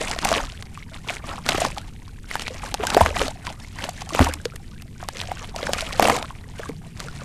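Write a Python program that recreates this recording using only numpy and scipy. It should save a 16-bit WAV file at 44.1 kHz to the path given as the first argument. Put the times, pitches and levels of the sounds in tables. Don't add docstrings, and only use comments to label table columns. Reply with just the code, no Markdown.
import sys
import numpy as np
from scipy import signal
from scipy.fft import rfft, irfft, next_fast_len
from scipy.io import wavfile
from scipy.ndimage import map_coordinates

SR = 44100
rng = np.random.default_rng(int(sys.argv[2]) if len(sys.argv) > 2 else 0)


def dump(signal):
    limited = np.clip(np.atleast_2d(signal).T, -1, 1)
    pcm = np.round(limited * 32767).astype(np.int16)
    wavfile.write(sys.argv[1], SR, pcm)


N = 319284

# (time [s], deep rumble level [dB], drone level [dB])
BED_LEVELS = [(0, -36.5, -46), (.45, -35, -55), (.8, -56, -49.5), (1.3, -43, -45.5), (1.65, -38, -44),
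              (2.2, -48, -55), (2.7, -42, -51), (3.2, -33, -58), (3.6, -62, -50), (4.8, -52, -48),
              (5.9, -38, -47.5), (6.5, -49, -51), (6.8, -55, -39.5), (7.2, -54, -42.5)]
# (time [s], length [s], sand level [dB], churn level [dB])
FINGER_SPILLS = [(0, .13, -38, -34), (.46, .1, -51, -60), (.74, .03, -51, -62), (.94, .02, -48, -50),
                 (1.09, .04, -40, -40), (1.28, .05, -41, -36), (1.77, .05, -50, -51), (2.31, .1, -41, -44),
                 (2.46, .11, -46, -47), (2.63, .05, -42, -40), (2.81, .08, -41, -36),
                 (3.18, .045, -31.5, -29), (3.47, .03, -43, -42), (3.62, .02, -46, -48),
                 (3.78, .08, -41, -41), (3.97, .05, -43, -46), (5.01, .04, -49, -51), (5.17, .05, -41, -44),
                 (5.27, .18, -47, -44), (5.59, .12, -40, -34), (5.75, .06, -35.5, -36),
                 (5.85, .1, -41, -42), (6.58, .08, -47, -44), (6.85, .02, -55, -51), (7.0, .04, -45, -43),
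                 (7.12, .12, -48, -49)]
# (time [s], length [s], sand level [dB], churn level [dB])
HANDFUL_DROPS = [(.25, .145, -32.5, -27.5), (1.5, .155, -33.5, -29), (2.93, .14, -34, -29),
                 (4.165, .1, -31.5, -28), (6.025, .125, -30, -24)]
# (time [s], level [dB], pitch [Hz])
CRUMB_SNAPS = [(0.1135, -1.5, 4290), (0.1889, -2, 3540), (0.2491, 5, 8000), (.2894, 0.5, 5780),
               (.3285, -1, 5180), (.625, -11.5, 3600), (1.1035, -10, 2960), (1.4635, -2.5, 4820),
               (1.4899, 9.5, 3400), (1.4929, 3, 3360), (1.6504, -5, 3400), (1.7826, -8, 4000),
               (2.3546, -9.5, 3020), (2.396, -5.5, 3400), (2.4208, -6.5, 4700), (2.4805, -4, 2700),
               (2.7422, 3, 5500), (2.8698, 3, 6200), (2.9026, 3, 3450), (2.9465, 0, 4000),
               (3.2159, -1, 2580), (3.2818, -5, 4060), (3.4688, -6.5, 2400), (3.841, -2.5, 3350),
               (3.893, -5.5, 6360), (4.0914, -10, 5300), (4.246, -1, 7200), (4.3381, -1, 8050),
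               (4.4545, -2.5, 4730), (4.5604, -10.5, 8150), (4.8217, -16, 11800), (5.0873, -5, 8100),
               (5.215, -5, 3600), (5.5621, -6.5, 4670), (5.7342, 5.5, 4170), (5.7849, -6.5, 3800),
               (5.929, -6, 4700), (6.0288, 2, 2580), (6.044, 0, 4800), (6.1653, -3, 6500),
               (6.227, -6, 3400), (7.0024, -7, 6400)]
# (time [s], level [dB], pitch [Hz], life [cycles])
LUMP_PLOPS = [(.163, -19.5, 660, 20), (.254, 0, 820, 5.8), (.316, -6, 640, 22), (.327, -5, 1130, 8),
              (.775, -21.5, 1110, 18), (.826, -27.5, 2100, 37), (1.0907, -14, 2290, 23),
              (1.1022, -14, 677, 16), (1.4916, -2.5, 667, 8), (1.5474, -9, 346, 5.7), (1.582, -8.5, 586, 9),
              (1.6179, -7, 665, 19), (1.6502, -7, 1020, 11), (1.7207, -24.5, 2480, 26),
              (1.7748, -18, 782, 23), (2.3125, -13.5, 2000, 24), (2.355, -6.5, 814, 8.6),
              (2.746, -13, 810, 14), (2.8349, -9.5, 657, 15.4), (2.9473, -2.5, 784, 9),
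              (2.9669, -3.5, 410, 15), (2.9675, -1.5, 603, 31), (2.9735, 1, 677, 17), (3.0082, 1, 660, 22),
              (3.0122, 1.5, 905, 21), (3.0615, 1, 616, 2.5), (3.1672, -10.5, 1090, 13),
              (3.2151, -7.5, 496, 14.5), (3.2805, -16.5, 605, 23), (3.4778, -24, 995, 18),
              (3.502, -20.5, 800, 14), (3.889, -18, 704, 21), (4.0187, -23.5, 720, 15),
              (4.1057, -22.5, 1095, 37), (4.1492, -2, 455, 4.2), (4.1927, 3, 730, 8),
              (4.2045, -5, 247.5, 23), (4.2123, -1, 590, 8.3), (4.2203, -5, 336, 6.8),
              (4.4555, -12, 456, 17), (5.0279, -20.5, 696, 16), (5.0875, -14.5, 805, 11),
              (5.3166, -12.5, 730, 18), (5.562, -17, 630, 15), (5.6299, -13.5, 534, 12),
              (5.6925, -11, 550, 14.6), (5.7334, -10, 645, 8.5), (5.9967, 6.5, 730, 8),
              (6.0249, 6.5, 438, 2.6), (6.0534, -1.5, 654, 9), (6.0842, 1, 750, 9.4), (6.0984, 4, 1010, 6),
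              (6.103, -0.5, 714, 11), (6.1644, -10.5, 696, 11), (6.226, -18.5, 634, 14),
              (6.3058, -25.5, 1020, 25), (6.5952, -19, 440, 14), (6.6332, -20, 1570, 26),
              (6.6911, -18.5, 274, 14), (6.6942, -19, 437, 18), (7.0024, -25, 1150, 27),
              (7.0837, -25, 1383, 49)]
# (time [s], level [dB], ring length [share of each mode's t60])
BASIN_THUMPS = [(1.547, -18, 0.55), (3.014, -5, 0.72), (4.201, -1.5, 0.89), (6.09, -17, 0.78)]
# (frequency [Hz], level [dB], t60 [s])
BASIN_MODES = [(39, -14, 0.33), (78.6, -10.5, 0.47), (89, -3.5, 0.15), (119, -5, 0.031)]
# (frequency [Hz], t60 [s])
ROOM_DECAY = [(200, 0.5), (2000, 0.067), (10000, 0.31)]

# (frequency [Hz], level [dB])
RUMBLE_EQ = [(12, -3), (35, -0.5), (60, -4), (90, -0.5), (150, -10.5), (220, -9.5), (300, -21),
             (450, -24.5), (700, -56), (1400, -64)]
AIR_EQ = [(300, 19.5), (1000, -30), (2000, -18), (5000, -3), (9000, 6.5), (13500, -2)]
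DEEP_EQ = [(12, -12), (36, -3), (70, -11.5), (160, -23.5), (400, -74)]
DRONE_EQ = [(60, -34), (115, -6.5), (155, -.5), (200, -16.5), (400, -64)]
# (frequency [Hz], level [dB])
SAND_EQ = [(300, -6), (700, -0.5), (1200, -7), (2200, 0.5), (3200, -3), (5000, -8), (7500, -9.5),
           (10000, -14), (12000, -21.5), (13500, -38)]
CHURN_EQ = [(90, -15), (180, 4), (300, 2.5), (450, -9.5), (680, 1), (1000, -0.5), (1600, -8), (3000, -26),
            (6000, -56)]
MIST_EQ = [(3000, -19), (7500, -2.5), (10500, -11.5), (13500, -7)]
DUST_EQ = [(300, 8.5), (2500, 11), (8000, 2.5), (14000, -20)]
SLAP_EQ = [(100, -5), (400, 5.5), (1500, 13), (4000, -4), (12000, -9)]


def amp(db):
    return 10 ** (np.asarray(db) / 20)


def unit(x):
    return x / np.sqrt(np.mean(x ** 2) + 1e-20)


def along(points, hz):
    knots, values = np.transpose(points)
    return np.interp(np.log(hz + 1), np.log(knots + 1), values)


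def wobble(per_s):
    knots = rng.standard_normal(int(N * per_s / SR) + 4)
    return map_coordinates(knots, [np.arange(N) * per_s / SR])


def filtered(x, response):
    size = next_fast_len(N + SR // 2)
    return irfft(rfft(x, size) * response(np.fft.rfftfreq(size, 1 / SR)), size)[:N]


def equalised(x, eq):
    return filtered(x, lambda hz: amp(along(eq, hz)))


def noise(eq):
    return unit(equalised(rng.standard_normal(N), eq))


def arrivals(rate):
    due = np.cumsum(rate) / SR
    return np.searchsorted(due, rng.random(int(due[-1])) * due[-1])


def rings(rows, glide, attack):
    s, db, hz, cycles = np.transpose(rows)
    length = (np.abs(cycles) / hz * SR).astype(int) + 2
    which = np.repeat(np.arange(len(s)), length)
    step = np.arange(length.sum()) - np.repeat(np.cumsum(length) - length, length)
    turn = step / SR * hz[which]
    age = turn / cycles[which]
    envelope = np.exp(-np.log(1000) * age) * (1 - np.exp(-turn / attack))
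    wave = np.sin(2 * np.pi * turn * (1 + glide * age)) * envelope
    start = np.abs(s * SR).astype(int)
    return np.bincount(start[which] + step, -wave * amp(db)[which], N)[:N]


def bursts(hits, decay_s, draw, eq):
    track, t = np.zeros(N + SR), np.arange(SR // 50) / SR
    for s, db, _, _ in hits:
        track[round(s * SR):][:len(t)] += amp(db) * np.exp(-t / decay_s) * draw(size=len(t))
    return equalised(track[:N], eq)


def background(rumble_db=-39, air_db=-60):
    s, deep_db, drone_db = np.transpose(BED_LEVELS)
    t = np.arange(N) / SR
    rumble = amp(rumble_db) * noise(RUMBLE_EQ)
    deep = amp(np.interp(t, s, deep_db)) * noise(DEEP_EQ)
    drone = amp(np.interp(t, s, drone_db)) * noise(DRONE_EQ)
    return rumble + deep + drone + amp(air_db) * noise(AIR_EQ)


def flow(pours, rise_db_per_s, fall_db_per_s, trail_db=-16, trail_db_per_s=48):
    t, power = np.arange(N) / SR, np.zeros((2, N))
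    for s, length, sand_db, churn_db in pours:
        early, late = np.maximum(s - t, 0), np.maximum(t - s - length, 0)
        swell = amp(-rise_db_per_s * early)
        release = np.maximum(amp(-fall_db_per_s * late), amp(trail_db - trail_db_per_s * late))
        power += (amp([[sand_db], [churn_db]]) * swell * release) ** 2
    return power


def stream(trickle_sand_db=-60, trickle_churn_db=-66):
    spills = flow(FINGER_SPILLS, rise_db_per_s=280, fall_db_per_s=190)
    handfuls = flow(HANDFUL_DROPS, rise_db_per_s=260, fall_db_per_s=230)
    trickle = amp([[trickle_sand_db], [trickle_churn_db]]) ** 2
    return 10 * np.log10(spills + handfuls + trickle)


def sand(sand_db):
    heavy_db = sand_db + 45
    rate = 1800 * amp(.12 * heavy_db)
    at = arrivals(rate)
    size, pitch, life = rng.random((len(at), 3)).T
    scatter_db = 5.5 * amp(.045 * heavy_db[at])
    db = scatter_db * (np.minimum(-np.log(1 - size), 4.5) - 2.5) - 10 * np.log10(rate[at])
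    hz, cycles = 1200 + 11000 * pitch, 3 + 9 * life
    grains = rings(np.column_stack([at / SR, db + 10 * np.log10(hz), hz, cycles]), glide=.05, attack=.25)
    patter = amp(1) * unit(equalised(grains, SAND_EQ))
    hiss = amp(-5) * noise(SAND_EQ)
    mist = amp(-17 + .1 * heavy_db + 1.8 * wobble(110)) * noise(MIST_EQ)
    clumping = amp(3.35 * wobble(90))
    return amp(sand_db) * (clumping * (patter + hiss) + mist)


def bubbles(level_db, per_s, crowding, centre_hz, spread, cycles, scatter_db, glide):
    rate = per_s * amp(crowding * (level_db - np.mean(level_db)))
    at = arrivals(rate)
    pitch, life, strength = np.clip(rng.standard_normal((len(at), 3)), -2, 2).T
    hz = centre_hz * np.exp(spread * pitch)
    db = scatter_db * strength - 10 * np.log10(rate[at])
    swarm = rings(np.column_stack([at / SR, db, hz, cycles * np.exp(.69 * life)]), glide, attack=.92)
    return amp(level_db) * unit(swarm)


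def water(churn_db, sand_db):
    gulps = bubbles(churn_db, per_s=73, crowding=.6, centre_hz=283, spread=.334,
                    cycles=5.5, scatter_db=6, glide=.072)
    gurgle = bubbles(churn_db, per_s=150, crowding=.5, centre_hz=855, spread=.3655,
                     cycles=13, scatter_db=7.5, glide=.096)
    plinks = bubbles(sand_db, per_s=130, crowding=.6, centre_hz=1700, spread=.28,
                     cycles=21, scatter_db=3.5, glide=.06)
    fizz = bubbles(sand_db, per_s=160, crowding=.6, centre_hz=4060, spread=.395,
                   cycles=38, scatter_db=4, glide=.022)
    wash = amp(churn_db + 4.8 * wobble(70)) * noise(CHURN_EQ)
    return amp(-8) * gulps + gurgle + amp(-5) * plinks + amp(-8) * fizz + amp(-6.5) * wash


def strays(stream_db, per_s, crowding, size_db, growth, scatter_db, centre_hz, spread, cycles):
    heavy_db = stream_db + 40
    at = arrivals(per_s * amp(crowding * heavy_db))
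    size, pitch, life = np.clip(rng.standard_normal((len(at), 3)), -1.6, 1.6).T
    db = size_db + growth * heavy_db[at] + scatter_db * size
    hz = centre_hz * np.exp(spread * pitch)
    return np.column_stack([at / SR, db, hz, cycles * np.exp(.26 * life)])


def crumbs(sand_db, tick_cycles=3.07, chip_db=-17, chip_scatter_s=.0026, chip_hz=6000):
    small = strays(sand_db, per_s=11, crowding=.7, size_db=-16, growth=.58,
                   scatter_db=2, centre_hz=4500, spread=.27, cycles=3.8)
    snaps = np.vstack([[(s, db, hz, tick_cycles) for s, db, hz in CRUMB_SNAPS], small])
    dust = bursts(snaps, decay_s=.0024, draw=rng.laplace, eq=DUST_EQ)
    s, db, _, cycles = np.repeat(snaps, 3, axis=0).T
    lag, size, pitch = np.clip(rng.standard_normal((len(s), 3)), -2, 2).T
    chips = np.column_stack([s + chip_scatter_s * lag, db + chip_db + 3 * size,
                             chip_hz * np.exp(.3 * pitch), cycles])
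    ticks = rings(np.vstack([snaps, chips]), glide=.05, attack=.125)
    return amp(1) * ticks + amp(-26) * dust


def lumps(churn_db):
    small = strays(churn_db, per_s=11, crowding=.3, size_db=-24.5, growth=.47,
                   scatter_db=1, centre_hz=1503, spread=.355, cycles=24.5)
    plops = np.vstack([LUMP_PLOPS, small])
    slaps = bursts(plops, decay_s=.0012, draw=rng.standard_normal, eq=SLAP_EQ)
    return rings(plops, glide=.1, attack=.35) + amp(-12) * slaps


def basin(attack_s=.007):
    boom, t = np.zeros(N + SR), np.arange(SR * 3 // 4) / SR
    for s, db, share in BASIN_THUMPS:
        ring = sum(amp(level) * np.exp(-np.log(1000) * t / (t60 * share)) * np.sin(2 * np.pi * hz * t)
                   for hz, level, t60 in BASIN_MODES)
        boom[round(s * SR):][:len(t)] -= amp(db) * ring * (1 - np.exp(-t / attack_s))
    return boom[:N]


def room(x):
    hz, t, spectrum = signal.stft(rng.standard_normal(SR // 3), SR, nperseg=256)
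    decay = np.exp(-np.log(1000) * t / along(ROOM_DECAY, hz)[:, None])
    tail = signal.istft(spectrum * decay, SR, nperseg=256)[1]
    predelayed = np.pad(x, (SR // 400, 0))
    return signal.fftconvolve(predelayed, tail / np.linalg.norm(tail))[:N]


def scene():
    sand_db, churn_db = stream()
    splash = lumps(churn_db) + crumbs(sand_db) + sand(sand_db) + water(churn_db, sand_db)
    return (splash + amp(-23.5) * room(splash) + basin() + background())[None]


def record(dry):
    cutoff_hz = 13850
    clipped = np.clip(dry[0], -1, 1)
    return filtered(clipped, lambda hz: 1 / np.sqrt(1 + (hz / cutoff_hz) ** 100))[None]


dry = scene()
out = record(dry)
dump(out)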